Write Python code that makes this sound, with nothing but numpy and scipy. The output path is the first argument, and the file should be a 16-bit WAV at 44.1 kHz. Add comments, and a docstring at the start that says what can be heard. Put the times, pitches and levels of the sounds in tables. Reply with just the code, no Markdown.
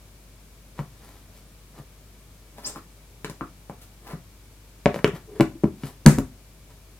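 """Closing a plastic food box

Dough is laid in a box on a kitchen counter, close to the microphone. The lid is picked up with a
stick-slip squeak and a few taps, dropped on the box and pressed down until its latch snaps.
Each blow excites the modes of the box and the patch of wall it strikes. A small room reverberates
over mains hum, and the snap overloads the recorder."""
import sys
import numpy as np
from scipy import signal
from scipy.fft import rfft, irfft, next_fast_len
from scipy.io import wavfile
from scipy.ndimage import uniform_filter1d

SR = 44100
rng = np.random.default_rng(int(sys.argv[2]) if len(sys.argv) > 2 else 0)


def waveform_to_disk(signal):
    """Save audio, clipped to [-1, 1], as 16-bit WAV at the path in sys.argv[1]."""
    frames = np.transpose(np.atleast_2d(signal))
    scaled = np.clip(frames, -1, 1) * 32767
    samples = np.round(scaled).astype(np.int16)
    wavfile.write(sys.argv[1], SR, samples)


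N = 308471
TIME = np.arange(N) / SR
AGE = TIME[:SR // 3]  # time since an excitation [s]

# quick catches of the latch as it skids over the rim: (time [s], level [dB])
LATCH_CATCHES = [(6.0621, 22.5), (6.0627, 18), (6.0623, 24)]


def amp(db):
    """Decibels to amplitude ratio."""
    return 10 ** (np.asarray(db) / 20)


def at_hz(points, hz):
    """Interpolate (frequency [Hz], value) points on a logarithmic frequency axis."""
    f, value = np.transpose(points)
    return np.interp(np.log(np.maximum(hz, 1)), np.log(f), value)


def colour(x, gain):
    """Filtering: multiply the spectrum by a function of frequency."""
    size = next_fast_len(x.shape[-1])
    hz = np.arange(size // 2 + 1) * SR / size
    return irfft(rfft(x, size) * gain(hz), size)[..., :x.shape[-1]]


def unit(x):
    """Normalise to rms 1."""
    return x / np.sqrt(np.mean(x ** 2))


def convolve(x, response):
    """A linear system convolves its input with its impulse response."""
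    return signal.oaconvolve(x, response)[:len(x)]


def add(track, s, sound):
    """Superpose a sound on a track at time s."""
    start = int(s * SR)
    track[start:start + len(sound)] += sound[:N - start]


def decay(t60, age=AGE):
    """Exponential damping: 60 dB down after t60 seconds."""
    return np.exp(-np.log(1000) * age / t60)


def ring(hz, t60):
    """Impulse response of a damped oscillator, with gain 1 at resonance."""
    rate = np.log(1000) / t60
    return 2 * rate / SR * decay(t60) * np.sin(2 * np.pi * hz * AGE)


def modes(table):
    """Modal superposition: a body's impulse response is the sum of its damped modes."""
    return sum(amp(db) * ring(hz, t60) for hz, db, t60 in table)


def ports(x, lag_s):
    """Path difference: sound from the left reaches the right microphone port later."""
    return np.array([x, colour(x, lambda f: np.exp(-2j * np.pi * f * lag_s))])


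def diffuse(size, apart_hz):
    """A diffuse noise field at two close ports: coherent in the bass, incoherent in the treble."""
    mid, side = rng.standard_normal((2, size))
    side_share = lambda f: .5 * f ** 2 / (f ** 2 + apart_hz ** 2)
    mid = colour(mid, lambda f: np.sqrt(1 - side_share(f)))
    side = colour(side, lambda f: np.sqrt(side_share(f)))
    return np.array([mid + side, mid - side])


def background(air_db=-52.5, left_db=0.9):
    """The noise floor: steady broadband noise under the harmonic hum of a mains appliance."""
    # low room noise and microphone hiss: (frequency [Hz], relative level [dB])
    air_spectrum = [(39, -37), (66, -3.5), (76, -9.5), (107, -7.5), (123, -6), (262, -15), (559, -20),
                    (657, -20), (720, -24.5), (948, -24), (2120, -28), (2270, -23), (2550, -27.5),
                    (14600, -30.5), (16000, -34.5)]
    # mains harmonics: (frequency [Hz], level [dB])
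    harmonics = [(50, -52), (100, -61.5)]
    air = unit(colour(diffuse(N, apart_hz=1140), lambda f: amp(at_hz(air_spectrum, f))))
    hum = sum(amp(db) * np.sqrt(2) * np.sin(2 * np.pi * (hz * TIME + rng.random()))
              for hz, db in harmonics)
    return (amp(air_db) * air + hum) * amp([[left_db], [-left_db]])


def kitchen(x, first_s=0.0013, build_s=0.0018):
    """Reverberation: dense reflections from counter and walls decay at their own rate in each octave."""
    # spectrum of the reflections: (frequency [Hz], gain [dB])
    room_spectrum = [(60, 3.5), (200, -6.5), (500, -5), (1200, -1), (2300, -4.5), (3100, -5), (5000, -3),
                     (8000, -1.5), (15000, -3.5)]
    # reverberation time: (frequency [Hz], t60 [s])
    room_t60 = [(150, 0.28), (700, 0.2), (2000, 0.24), (6000, 0.27), (14000, 0.11)]
    noise, tail = diffuse(len(AGE), apart_hz=1430), 0
    centres = np.geomspace(62.5, 16000, 9)
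    for hz, weights in zip(centres, np.eye(len(centres))):
        octave = np.c_[centres, weights]
        band = colour(noise, lambda f: at_hz(octave, f) * amp(at_hz(room_spectrum, f)))
        rate = np.log(1000) / at_hz(room_t60, hz)
        tail = tail + band * np.exp(-rate * AGE) * np.sqrt(2 * rate / SR)  # envelope of unit energy
    tail = tail * np.clip((AGE - first_s) / build_s, 0, 1)
    return np.array([convolve(x, side) for side in tail])


def rubs(grain_db=3.4, grain_samples=70):
    """Sliding friction: dense, uneven micro-slips make a dull scrape under a dry hiss."""
    # fingers and plastic sliding: (peak time [s], half length [s], scrape level [dB], hiss level [dB])
    slides = [(0.795, 0.019, -43.5, -53), (1.09, 0.15, -57.5, -58.5), (1.37, 0.035, -63, -58.5),
              (1.782, 0.028, -48.5, -58.5), (2.588, 0.016, -45, -55), (2.675, 0.033, -43.5, -42.5),
              (2.767, 0.018, -45.5, -54), (3.828, .018, -59, -50.5), (4.077, 0.03, -45.5, -53),
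              (4.118, 0.019, -42.5, -54), (4.962, .025, -42.5, -48), (5.16, 0.017, -41.5, -48.5),
              (5.36, 0.048, -53.5, -62), (5.861, 0.041, -47.5, -46), (6.71, 0.014, -54.5, -62)]
    # friction spectra of scrape and hiss: (frequency [Hz], relative level [dB])
    scrape_spectrum = [(120, -46), (200, 1.5), (507, -2.5), (857, -6), (1170, -7.5), (1550, -13.5),
                       (1820, -9.5), (2620, -21.5), (5000, -25), (6500, -41.5), (11000, -120)]
    hiss_spectrum = [(1500, 1), (4000, 2.5), (8000, -2.5), (12500, 3.5), (16000, -1)]
    peak_s, half_s, scrape_db, hiss_db = np.transpose(slides)
    when = TIME[::grain_samples, None]
    roughness = amp(grain_db * rng.standard_normal((len(when), 1)))
    strokes = (1 + ((when - peak_s) / half_s) ** 2) ** -1.5 * roughness
    sound = 0
    for db, spectrum in ((scrape_db, scrape_spectrum), (hiss_db, hiss_spectrum)):
        slips = unit(colour(rng.standard_normal(N), lambda f: amp(at_hz(spectrum, f))))
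        sound = sound + slips * np.repeat(strokes @ amp(db), grain_samples)[:N]
    return sound


def seal_drags(ring_t60=0.045, fade_s=0.0074):
    """Forced resonance: tiny random slips of the seal keep one panel of the lid humming."""
    # the seal dragging along the rim: (start [s], end [s], resonance [Hz], level [dB])
    drags = [(5.272, 5.423, 412, -45), (5.549, 5.573, 317, -41)]
    sound = np.zeros(N)
    for start, end, hz, db in drags:
        contact = np.clip(np.minimum(AGE, end - start - AGE) / fade_s, 0, 1)
        panel = unit(convolve(rng.standard_normal(len(AGE)), ring(hz, ring_t60)))
        add(sound, start, amp(db) * contact * panel)
    return sound


def squeak(start_s=2.644, db=-28.5, creep_hz=4830, slide_hz=8630, jitter=0.0535):
    """Stick-slip on the lid: the uneven rate climbs as a finger creeps, breaks free and slides."""
    creep_s, break_s = .0205, .004
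    attack_s, hold_s, release_t60 = 0.0055, 0.027, 0.058
    age = np.maximum(TIME - start_s, 0)
    speed = (1 + np.tanh((age - creep_s) / (2 * break_s))) / 2
    waver = unit(uniform_filter1d(rng.standard_normal(N), size=24))
    slip_hz = (creep_hz + (slide_hz - creep_hz) * speed) * (1 + jitter * waver)
    grip = np.minimum(age / attack_s, 1) * decay(release_t60, np.maximum(age - hold_s, 0))
    return amp(db) * grip * np.sin(2 * np.pi * np.cumsum(slip_hz) / SR)


def push(corner_hz):
    """Compliant impact: a force pulse of unit area, longer and duller the softer the contact."""
    age = AGE[:SR // 30]
    force = age * np.exp(-2 * np.pi * corner_hz * age)
    return force / force.sum()


def tick(edge_hz=7000):
    """Hard impact: an edge meets plastic in a pulse a few samples long, hence broad in spectrum."""
    click = np.exp(-2 * np.pi * edge_hz * AGE[:SR // 30])
    return click / click.sum()


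def chatter(db=-4, spread_s=0.0029, above_hz=700):
    """Contact chatter: an impulse, then the brief buzz of a loose wall against its support."""
    age = AGE[:SR // 30]
    buzz = rng.standard_normal(len(age)) * np.exp(-age / spread_s)
    buzz = amp(db) * buzz / np.linalg.norm(buzz)
    highpass = signal.butter(1, above_hz, "high", fs=SR)
    return signal.unit_impulse(len(age)) + signal.lfilter(*highpass, buzz)


def knocks(patch_cycles=11, baffle_hz=98, direct_db=-2.0, held_t60=.45):
    """Impact excitation: each blow radiates directly, rings the struck wall and drives the box's modes."""
    # the dough lands; the lid is lifted, dropped and seated; the latch shuts and the box settles:
    # (time [s], strength [dB], contact corner [Hz], patch resonance [Hz], patch ring [dB], tick [dB],
    # weight [dB], bending resonance [Hz]); ring, tick and weight are relative to the strength
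    blows = [ (0.7913, 8.5, 720, 950, -3, -47, .5, 144), (1.798, -2.5, 172, 140, 17.5, -46, -24, 204),
             (2.7598, -10.5, 555, 1180, 16.5, -10, 4, 321), (3.2463, 1, 3400, 445, 13, -8, -6.5, 190),
             (3.2983, 3, 982, 165, 10.5, -13, -17, 295), (3.4099, -4.5, 650, 1220, 17.5, -26, 7.5, 298),
             (3.6976, 6, 680, 800, -2, -28, -14, 200), (4.1341, 6, 430, 161, 13.5, -52, -8.5, 165),
             (4.8587, 29.5, 640, 2170, -14, -50, -13, 590), (4.9438, 1.5, 2600, 550, 15, -16, -14.5, 290),
             (4.961, 7, 1000, 565, 10, -36, -9, 221), (4.9908, 0.5, 1500, 1628, -7, -24, -3, 202),
             (5.0446, 20.5, 1570, 434, 13.5, -21, -16.5, 415), (5.0447, -8, 900, 3070, 22, -7, -15, 430),
             (5.0772, -4, 1560, 157, 26.5, -7, -11.5, 445), (5.1346, -5, 615, 158, 27, -36, -6.5, 149),
             (5.3995, 13, 750, 323, 24, -45, 0.5, 393), (5.4083, 22.5, 1340, 320, 15.5, -19.5, -6, 131),
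             (5.6364, 14.5, 180, 337, 18.5, -32, 6.5, 220), (5.8356, -2, 2020, 253, 24.5, -26, 7.5, 136),
             (5.8706, -21, 3000, 270, 23, -2, -10, 200), (6.057, 10, 150, 255, 23, -50, -15, 200),
             (6.0634, 26.5, 490, 159, 25.5, -49, 5.5, 222), (6.077, 29, 320, 150, 15, -55, -8, 279),
             (6.1812, 30.5, 105, 161, 0.5, -58, -35, 200), (6.1857, 12, 900, 263, 22, -15, 1, 275)]
    # modes of the box with its lid: (frequency [Hz], gain [dB], t60 before hand damping [s])
    box_modes = [(149.5, 1.5, 0.41), (217, 7.5, 0.22), (286, 6.5, 0.082), (418, -10, 0.13),
                 (580.2, 2.5, 0.11), (659, 1.5, 0.083), (783, 2, 0.33), (1030, -1, 0.057),
                 (1150, -7, 0.087), (1496, -16, 0.18), (1540, -18, 0.16), (1850, -15, .07),
                 (2350, 6, 0.052), (2954, 4, 0.018)]
    # the weight arrives just after the edge, through soft flesh, and bends the wall
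    weight_lag_s, weight_corner_hz, bend_db = .0052, 348, 17
    # the box then rebounds once, with a softer contact still
    rebound_lag_s, rebound_db, rebound_corner_hz = .0189, 1, 233
    force, local = np.zeros((2, N))
    for s, db, corner_hz, patch_hz, ring_db, tick_db, weight_db, bend_hz in blows:
        strength, weight = amp(db), amp(db + weight_db)
        edge = strength * (push(corner_hz) + amp(tick_db) * tick())
        load = weight * push(weight_corner_hz)
        rebound = weight * amp(rebound_db) * push(rebound_corner_hz)
        for lag_s, pulse in ((0, edge), (weight_lag_s, load), (rebound_lag_s, rebound)):
            add(force, s + lag_s, pulse)
            add(local, s + lag_s, amp(direct_db) * signal.fftconvolve(pulse, chatter()))
        add(local, s, strength * amp(ring_db) * ring(patch_hz, patch_cycles / patch_hz))
        add(local, s + weight_lag_s, weight * amp(bend_db) * ring(bend_hz, patch_cycles / bend_hz))
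    body = convolve(force, modes(box_modes) * decay(held_t60))  # hands damp the plastic
    # a small box radiates little deep bass
    radiation = signal.butter(2, baffle_hz, "high", fs=SR, output="sos")
    return -signal.sosfilt(radiation, local + body)


def latch_rattle(db=-20, t60=0.3):
    """Rattling contact: the snapped flap shivers against the rim in a bright, decaying wash."""
    # spectrum of the shiver: (frequency [Hz], relative level [dB])
    shiver_spectrum = [(500, -3), (1800, 6), (3200, -9.5), (5000, -6.5), (7000, -1), (10000, -3.5),
                       (16000, -15)]
    wash = colour(diffuse(len(AGE), apart_hz=1700), lambda f: amp(at_hz(shiver_spectrum, f)))
    sound = amp(db) * unit(wash) * decay(t60)
    start = int(LATCH_CATCHES[0][0] * SR)
    return np.pad(sound, ((0, 0), (start, N - start - len(AGE))))


def latch():
    """Free vibration: the flap jumps over the rim and rings briefly after each catch."""
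    # modes of the stiff flap: (frequency [Hz], gain [dB], t60 [s])
    flap_modes = [(1700, 1, 0.017), (2330, -4.5, 0.0059), (4550, -1.5, 0.0028), (6460, 4.5, 0.0049),
                  (8600, 4.5, 0.0026), (11140, 0.5, 0.0037)]
    force = np.zeros(N)
    for s, db in LATCH_CATCHES:
        add(force, s, amp(db) * tick(edge_hz=3400))
    return convolve(force, modes(flap_modes))


def scene(left_db=0.95, box_room_db=-.8, lid_room_db=1.8, latch_room_db=-11, lid_direct_db=-0.76):
    """Superposition: direct and reverberant sound add, in a different ratio for box, lid and latch."""
    handling = knocks() + rubs() + seal_drags() + squeak()
    snap = latch()  # sharp and nearly dry, with little room sound
    # the box stands a little to the left; the lid is first handled further left and further off
    lid = handling * ((TIME > 2.4) & (TIME < 4.5))
    box = handling - lid
    direct = ports(box + snap, lag_s=.000028) + amp(lid_direct_db) * ports(lid, lag_s=.00011)
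    room = kitchen(amp(box_room_db) * box + amp(lid_room_db) * lid + amp(latch_room_db) * snap)
    return (direct + room + latch_rattle()) * amp([[left_db], [-left_db]]) + background()


def record(dry, soft_top_hz=16000, cutoff_hz=16300):
    """Band limiting and overload: the microphone dulls the top; the recorder clips, then low-passes."""
    heard = colour(dry, lambda f: 1 / np.sqrt(1 + (f / soft_top_hz) ** 10))
    lowpass = signal.ellip(8, .2, 70, cutoff_hz, fs=SR, output="sos")
    return signal.sosfilt(lowpass, np.clip(heard, -1, 1))


dry = scene()
out = record(dry)
waveform_to_disk(out)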